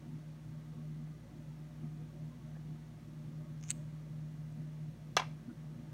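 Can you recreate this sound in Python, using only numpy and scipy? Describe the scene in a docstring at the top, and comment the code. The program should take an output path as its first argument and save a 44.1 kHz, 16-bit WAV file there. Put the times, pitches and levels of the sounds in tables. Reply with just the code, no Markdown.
"""A motor hums in a small room over rumble and hiss: wavering tones and shaped noise.
Soft knocks and faint stick-slip squeaks come as a tiny dish is picked up from a hollow plastic toy table.
A resin sweet is pressed in: gritty slips scrape along the rim, then sharp ticks ring the dish as it snaps home.
The dish is set down with a clack, rocks briefly and is nudged: blows ring the table's modes.
One close microphone."""
import sys
import numpy as np
from scipy import signal
from scipy.fft import rfft, irfft
from scipy.io import wavfile
from scipy.ndimage import map_coordinates

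SR = 44100
rng = np.random.default_rng(int(sys.argv[2]) if len(sys.argv) > 2 else 0)


def wav_out(sig):
    """Save sig, one row per channel (or a flat mono array), as 16-bit PCM at SR to the path in sys.argv[1]."""
    wavfile.write(sys.argv[1], SR, np.round(np.clip(np.atleast_2d(sig).T, -1, 1) * 32767).astype(np.int16))


N = 261513
TIME_S = np.arange(N) / SR


def amp(db):
    """Decibels to gain."""
    return 10 ** (np.asarray(db) / 20)


def unit(x):
    """Scales to rms 1."""
    return x / np.sqrt(np.mean(x ** 2) + 1e-20)


def read(points, hz):
    """Interpolates a (freq_hz, value) table on a log-frequency axis."""
    freq_hz, value = np.transpose(points)
    return np.interp(np.log(hz + 1), np.log(freq_hz + 1), value)


def add(mix, start_s, sound):
    """Mixes a sound in at a time, cut at the end of the mix."""
    part = mix[round(start_s * SR):][:len(sound)]
    part += sound[:len(part)]


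def noise(spectrum, size):
    """Noise of rms 1 with a given spectrum."""
    white = rfft(rng.standard_normal(size))
    gain = amp(read(spectrum, np.fft.rfftfreq(size, 1 / SR)))
    return unit(irfft(white * gain, size))


def pulse(spectrum, size):
    """Minimum-phase click of energy 1: the sharpest causal one with a given spectrum."""
    log_gain = np.log(amp(read(spectrum, abs(np.fft.fftfreq(size, 1 / SR)))))
    click = np.fft.ifft(np.exp(np.conj(signal.hilbert(log_gain)))).real
    return click / np.linalg.norm(click)


def resonate(x, hz, pole_width_hz):
    """Steep double-pole resonance; hz may be a pitch curve."""
    turn = np.exp(2j * np.pi * np.cumsum(hz * np.ones(len(x))) / SR)
    r = np.exp(-np.pi * pole_width_hz / SR)
    # shift the resonance to 0 Hz, low-pass, shift back
    return 2 * (turn * signal.lfilter([(1 - r) ** 2], [1, -2 * r, r * r], x / turn)).real


def ring(modes, t):
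    """One dying sine a row, from (pitch_hz, level_db, t60_s)."""
    return np.array([amp(db - 60 * t / t60_s) * np.sin(2 * np.pi * hz * t) for hz, db, t60_s in modes])


def alternate(modes):
    """Signs of the modes: neighbours swing in opposite directions."""
    return (-1) ** np.arange(len(modes))


def drift(rate_hz):
    """Slow random wander of rms 1: cubic curve through random knots."""
    knots = rng.standard_normal(int(N / SR * rate_hz) + 3)
    return unit(map_coordinates(knots, [TIME_S * rate_hz], order=3, mode="nearest"))


def band(x, low_hz, high_hz):
    """Zero-phase band-pass."""
    return signal.sosfiltfilt(signal.butter(2, [low_hz, high_hz], "band", fs=SR, output="sos"), x)


# room rumble shape: freq_hz [Hz], density_db [dB per Hz, relative]
RUMBLE_SPECTRUM = [(20, -33), (45, -29.5), (95, -22), (125, -10), (150, -8), (175, -11.5), (205, -18.5),
                   (236, -10), (260, -20), (345, -20.5), (390, -37), (700, -64.5)]
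# room air and microphone hiss shape: freq_hz [Hz], density_db [dB per Hz, relative]
HISS_SPECTRUM = [(100, 2), (400, -5), (650, -7.5), (820, -7.5), (1900, -10), (2700, -14), (4400, -16.5),
                 (5000, -20), (5500, -17), (6600, -18.5), (7600, -23), (9000, -21.5), (10400, -26.5),
                 (15500, -27.5)]
# room resonances stirred by the motor's noise:
# pitch_hz [Hz], half_width_hz [Hz, half of one pole's width], level_db [dB rms]
ROOM_RESONANCES = [(426, 15, -80.5), (491.5, 13.5, -78.5), (547, 27, -76.5), (599.5, 25.5, -73),
                   (712, 28, -77), (877, 50, -82), (1114, 15, -83), (1235, 37, -83.5)]
RUMBLE_DB, HISS_DB = -54.5, -66  # rms, ahead of surges and flicker


def air(flicker_db=0.6, swell_db=3.5, surge_db=2.0, surge_hz=8, eddy_db=3.5, eddy_hz=12):
    """Surging rumble with a wandering upper part, swelling resonances, hiss with a flickering middle."""
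    resonances = np.zeros(N)
    for pitch_hz, half_width_hz, level_db in ROOM_RESONANCES:
        peak = resonate(rng.standard_normal(N), pitch_hz, 2 * half_width_hz)
        resonances += amp(level_db) * unit(amp(swell_db * drift(15)) * peak)
    hiss = amp(HISS_DB) * noise(HISS_SPECTRUM, N)
    flicker = (amp(flicker_db * drift(20)) - 1) * band(hiss, 400, 2200)
    rumble = amp(RUMBLE_DB + surge_db * drift(surge_hz)) * noise(RUMBLE_SPECTRUM, N)
    eddies = (unit(amp(eddy_db * drift(eddy_hz))) - 1) * band(rumble, 210, 750)
    return rumble + eddies + hiss + flicker + resonances


# motor's main tone, swells and dips ahead of waver: time_s [s], level_db [dB rms]
HUM_LEVEL = [(0.0, -54), (0.11, -47), (1.06, -47), (1.22, -57.5), (1.52, -48.5), (1.82, -51), (1.86, -43.5),
             (2.14, -48.5), (2.23, -44.5), (2.31, -47.5), (2.34, -63), (2.43, -55.5), (2.53, -44),
             (3.06, -52), (3.24, -47), (4.82, -45.5), (4.94, -52), (5.42, -49), (5.53, -85), (5.58, -47.5),
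             (5.93, -51.5)]
# weaker motor and mains tones and faint whine, ahead of flutter: pitch_hz [Hz], level_db [dB rms]
HUM_LINES = [(58.6, -63.5), (114.5, -63), (117, -70), (120, -79), (196.5, -78), (230.5, -67), (240, -65),
             (278, -74), (305.2, -69), (345.5, -79.5), (354.5, -76.5), (410.5, -81), (916, -85.5),
             (1585, -87.5), (1995, -86.5), (2055, -95.5), (2875, -92.5), (3400, -92)]
HUM_HZ = 153.2


def motor(wander_rad=0.19, flutter_db=-1.04, waver_db=1.5, waver_hz=14):
    """One strong tone and many faint ones, each wavering a little in phase and level."""
    def tone(hz):
        """Sine of rms 1, random start, wandering phase."""
        return np.sqrt(2) * np.sin(2 * np.pi * (hz * TIME_S + rng.random()) + wander_rad * drift(2.79))

    main_db = np.interp(TIME_S, *np.transpose(HUM_LEVEL)) + waver_db * drift(waver_hz)
    hum = amp(main_db) * tone(HUM_HZ)
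    for pitch_hz, level_db in HUM_LINES:
        hum += amp(level_db + flutter_db * drift(1.85)) * tone(pitch_hz)
    return hum


# room decay: freq_hz [Hz], t60_s [s]
ROOM_DECAY = [(200, 0.37), (900, 0.39), (2500, 0.38), (6000, 0.39), (9000, 0.43), (15000, 0.5)]
# room echo colour: freq_hz [Hz], gain_db [dB, relative]
ROOM_COLOUR = [(600, -3), (1200, -1), (1900, 1), (2350, 5), (2900, 2), (3400, 2), (4400, 3), (5500, 1),
               (7200, 0), (8150, -4), (9000, 2), (15000, 5.5)]


def room(x, build_s=0.0019):
    """Diffuse tail of energy 1, each band dying at its own speed."""
    hz, t, grid = signal.stft(rng.standard_normal(SR // 2), SR, nperseg=256)
    decay_db = read(ROOM_COLOUR, hz)[:, None] - 60 * t / read(ROOM_DECAY, hz)[:, None]
    tail = signal.istft(grid * amp(decay_db), SR, nperseg=256)[1]
    tail *= 1 - np.exp(-(np.arange(len(tail)) / SR / build_s) ** 2)
    return signal.fftconvolve(x, tail / np.linalg.norm(tail))[:N]


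# squeaks of the dish dragged by the fingers, ahead of jitter and grab:
# start_s [s], length_s [s], level_db [dB peak of the fundamental], pitch_hz [Hz], rise_hz_per_s [Hz/s]
SQUEAKS = [(2.295, 0.058, -67, 1040, 300), (2.544, 0.035, -63.5, 1500, 11500),
           (2.75, 0.028, -68, 1230, 500), (5.487, .04, -66, 1435, 0)]


def squeak(octave_db=-17, jitter=0.031, grab_db=4):
    """Dish foot sticks and slips on the table: faint, unsteady chirps, most of them rising."""
    out = np.zeros(N)
    for start_s, length_s, level_db, pitch_hz, rise_hz_per_s in SQUEAKS:
        t = np.arange(0, length_s, 1 / SR)
        hz = (pitch_hz + rise_hz_per_s * t) * (1 + jitter * drift(460)[:len(t)])
        phase = 2 * np.pi * np.cumsum(hz) / SR
        swell = amp(level_db + grab_db * drift(440)[:len(t)]) * np.sin(np.pi * t / length_s)
        add(out, start_s, swell * (np.sin(phase) + amp(octave_db) * np.sin(2 * phase)))
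    return out


# sweet starts to slide, begins to wedge in the rim, is seated
SLIDE_S, WEDGE_S, SEATED_S = 3.628, 3.691, 3.704
# loose sweet: pitch relative to seated, and its creep
LOOSE_RATIO, CREEP_PER_S = 0.786, 0.79


def wedged(s):
    """How tightly the sweet sits in the rim, 0 (loose) to 1 (seated)."""
    return np.clip((s - WEDGE_S) / (SEATED_S - WEDGE_S), 0, 1)


def stiffness(s):
    """Pitch ratio of the dish: low at first, creeps up under the finger, jumps as the sweet wedges in."""
    sliding = np.minimum(LOOSE_RATIO + CREEP_PER_S * np.maximum(s - SLIDE_S, 0), 1)
    return sliding + (1 - sliding) * wedged(s)


# scrape starts faint, grows as the finger presses, surges in the wedge, dies once seated
SLIDE_DB, PRESS_DB_PER_S, WEDGE_DB, RELEASE_DB_PER_S = -69, 80, 21, 1999.5
SEATED_RIM_HZ = 7750


def scrape(slips_per_s=4000, rim_width_hz=1400, body_hz=2550, body_width_hz=1700, body_db=-6.0):
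    """Tiny gritty slips excite the rim, whose pitch rises as the sweet wedges in."""
    slips = rng.standard_normal(N) * (rng.random(N) < slips_per_s / SR)
    rim = unit(resonate(slips, SEATED_RIM_HZ * stiffness(TIME_S), rim_width_hz))
    body = amp(body_db) * unit(resonate(slips, body_hz, body_width_hz))
    pressing_s = np.clip(TIME_S, SLIDE_S, SEATED_S) - SLIDE_S
    resting_s = np.maximum(TIME_S - SEATED_S, 0)
    level_db = SLIDE_DB + PRESS_DB_PER_S * pressing_s + WEDGE_DB * wedged(TIME_S)
    level_db -= RELEASE_DB_PER_S * resting_s
    return amp(level_db) * (rim + body) * (TIME_S > SLIDE_S)


# modes of the little dish with the sweet seated: pitch_hz [Hz], level_db [dB, relative]
DISH_MODES = [(1510, -25), (2080, -19.5), (2500, -17), (2900, -16), (3800, -22), (4440, -16.5), (6150, -13),
              (6650, -5.5), (7500, -4.5), (8120, 2.5), (8600, -5.5), (9350, -22)]
# thin tick of the sweet against the rim: freq_hz [Hz], density_db [dB per Hz, relative]
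RIM_TICK_SPECTRUM = [(300, -6), (1150, -18), (2600, 10), (5200, -12), (6600, 4), (8800, 3), (11000, -12),
                     (13000, -2.5), (15000, -1), (16000, -7)]
# sweet or fingernail catching on the dish: start_s [s], level_db [dB, scales modes and tick], body_db [dB added
# to modes under 5 kHz], sharp_db [dB added to the tick and its scatter]
CLICKS = [(3.6115, -54, 7, 0), (3.6275, -49, 8, 6), (3.6379, -42.5, 5.5, 11), (3.6845, -46, 4, 5),
          (3.6898, -41, 6, 0), (3.6998, -46, 14, 3), (3.7014, -43.5, 14, -1), (3.7046, -17, -8, 0.5),
          (3.706, -37.5, 18, 4), (3.7112, -25.5, 5, 6), (3.7148, -39, 10, 0), (4.525, -61, 2, -2)]
DISH_CYCLES, DISH_T60_MAX_S = 38, 0.007  # seated decay: this many cycles, capped


def dish(tick_db=-12, attack_s=0.00008, scatter_db=-28, scatter_decay_s=0.0011, late_db=-48, late_decay_s=0.027):
    """Ticks ring the finger-damped dish and scatter off the hands and the toys nearby."""
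    out, t = np.zeros(N), np.arange(SR // 10) / SR
    modes = [(hz, db, min(DISH_CYCLES / hz, DISH_T60_MAX_S)) for hz, db in DISH_MODES]
    low = np.array(DISH_MODES)[:, 0] < 5000
    attack = 1 - np.exp(-(t / attack_s) ** 2)
    early = amp(scatter_db) * np.exp(-t / scatter_decay_s)
    late = amp(late_db) * np.exp(-t / late_decay_s)
    bare_tick = amp(tick_db) * pulse(RIM_TICK_SPECTRUM, len(t))
    for start_s, level_db, body_db, sharp_db in CLICKS:
        tick = bare_tick + noise(RIM_TICK_SPECTRUM, len(t)) * (early + late)
        # scaled time lowers every pitch and lengthens its decay while the sweet is loose
        body = alternate(modes) * amp(body_db * low) @ ring(modes, t * stiffness(start_s))
        add(out, start_s, amp(level_db) * (attack * body + amp(sharp_db) * tick))
    return out


# modes of the hollow table with the dish on it: pitch_hz [Hz], flat_db [dB, dish lands flat],
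# edge_db [dB, dish rocks on the edge of its foot], t60_s [s]
TABLE_MODES = [(340, -1.5, -8, 0.011), (520, 8, -2, 0.0095), (678, -14, -5.5, 0.039),
               (740, -13.5, -19, 0.063), (746, 3, -2.5, 0.026), (876, -22, -19, 0.099),
               (950, -13.5, -21.5, .07), (1008, 5.5, 16, .012), (1050, -29, 3, 0.022), (1206, 7, -14, .022),
               (1257, -2, -3, .028), (1556, -7, -6, 0.024), (1682, -9.5, -15, 0.063),
               (2007, -20, -19, 0.048), (2110, -6, -5, 0.033), (2300, -23.5, -16, 0.22),
               (2690, -11.5, -11, 0.065), (2893, -14, -18, 0.094), (3120, -21, -7, .024),
               (3355, 4.5, 3, 0.017), (3800, -7, -5, 0.023), (4130, -6, -17, 0.032),
               (4400, -7, -13.5, .012), (5000, -1, -7, 0.0077), (5570, -13, -24, .042),
               (5700, 1, -16, .013), (6280, -8, -19, 0.034)]
# crowd of short-lived higher table modes: freq_hz [Hz], density_db [dB per Hz, relative]
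CRACK_SPECTRUM = [(60, -26), (200, 2), (480, 6.5), (1200, 14.5), (2000, 7), (3200, 3.5), (6400, 2),
                  (8000, -9), (11000, -16), (16000, -8)]
# dense rustle in which the ring fades: freq_hz [Hz], density_db [dB per Hz, relative]
RUSTLE_SPECTRUM = [(300, -21), (750, 3), (1150, -2), (1700, -6), (2350, -0.5), (2900, -6), (3800, -11),
                   (5400, -13), (6600, -19), (8000, -24), (15000, -36)]
# bare tick of hard plastic: freq_hz [Hz], density_db [dB per Hz, relative]
TICK_SPECTRUM = [(300, -7), (1100, -8), (2000, -6), (3500, 0), (5600, 9), (7800, -6), (9500, -6.5),
                 (11000, -10), (15000, -21)]
# contacts with the table: start_s [s], level_db [dB, scales the whole blow],
# soft_hz [Hz above which the blow weakens], touch ["flat" or "edge"]
KNOCKS = [(1.072, -60, 1300, "flat"), (2.522, -59, 750, "flat"), (2.562, -63, 1600, "edge"),
          (2.5665, -48, 654, "flat"), (4.195, -55, 900, "flat"), (5.1674, -18.5, 11500, "flat"),
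          (5.1699, -27.5, 4450, "edge"), (5.1812, -45, 3950, "edge"), (5.18798, -38.5, 4300, "edge"),
          (5.1948, -33, 4030, "edge"), (5.1976, -30, 5940, "edge"), (5.2066, -50, 3200, "edge"),
          (5.2179, -37.5, 2460, "edge"), (5.23462, -43.5, 2000, "edge"), (5.490, -64, 1700, "flat"),
          (5.64, -53, 655, "flat")]
HARD_HZ = 11800  # softness of a fully hard contact; softer ones tick less


def table(crack_db=-3.5, crack_decay_s=0.0072, spread_s=0.0022, tick_db=9, chatter_db=3, chatter_hz=450,
          rustle_db=-23, rustle_decay_s=0.04):
    """Contacts tick and chatter; modes, stirred by flat or edge, build as the blow spreads, then rustle."""
    out, t = np.zeros(N), np.arange(SR // 4) / SR
    rings = ring([(hz, 0, t60_s) for hz, _, _, t60_s in TABLE_MODES], t)
    _, flat_db, edge_db, _ = np.transpose(TABLE_MODES)
    swing = alternate(TABLE_MODES)
    modes = {"flat": swing * amp(flat_db) @ rings, "edge": swing * amp(edge_db) @ rings}
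    build = 1 - np.exp(-t / spread_s)
    tick = amp(tick_db) * pulse(TICK_SPECTRUM, len(t))
    for start_s, level_db, soft_hz, touch in KNOCKS:
        jumps = np.interp(t * chatter_hz, np.arange(256), rng.standard_normal(256))
        chatter = unit(amp(chatter_db * jumps))
        crack = amp(crack_db) * chatter * noise(CRACK_SPECTRUM, len(t)) * np.exp(-t / crack_decay_s)
        rustle = amp(rustle_db) * noise(RUSTLE_SPECTRUM, len(t)) * np.exp(-t / rustle_decay_s)
        body = signal.lfilter(*signal.butter(3, soft_hz, fs=SR), (modes[touch] + crack + rustle) * build)
        add(out, start_s, amp(level_db) * (body + soft_hz / HARD_HZ * tick))
    return out


def scene(table_room_db=-21, dish_room_db=-21.5):
    """Air, motor and close toys; table and dish feed the room's faint echo almost equally."""
    background = air() + motor()
    knocks = squeak() + table()
    clicks = scrape() + dish()
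    echo = room(amp(table_room_db) * knocks + amp(dish_room_db) * clicks)
    return (background + echo + knocks + clicks)[None]


def record(dry, bass_hz=36, treble_hz=15900):
    """Microphone's bass roll-off and a steep treble limit."""
    thin = signal.sosfilt(signal.butter(3, bass_hz, "high", fs=SR, output="sos"), dry)
    treble_limit = signal.firwin(511, treble_hz, window=("kaiser", 9), fs=SR)
    return signal.oaconvolve(thin, treble_limit[None], "same")


dry = scene()
out = record(dry)
wav_out(out)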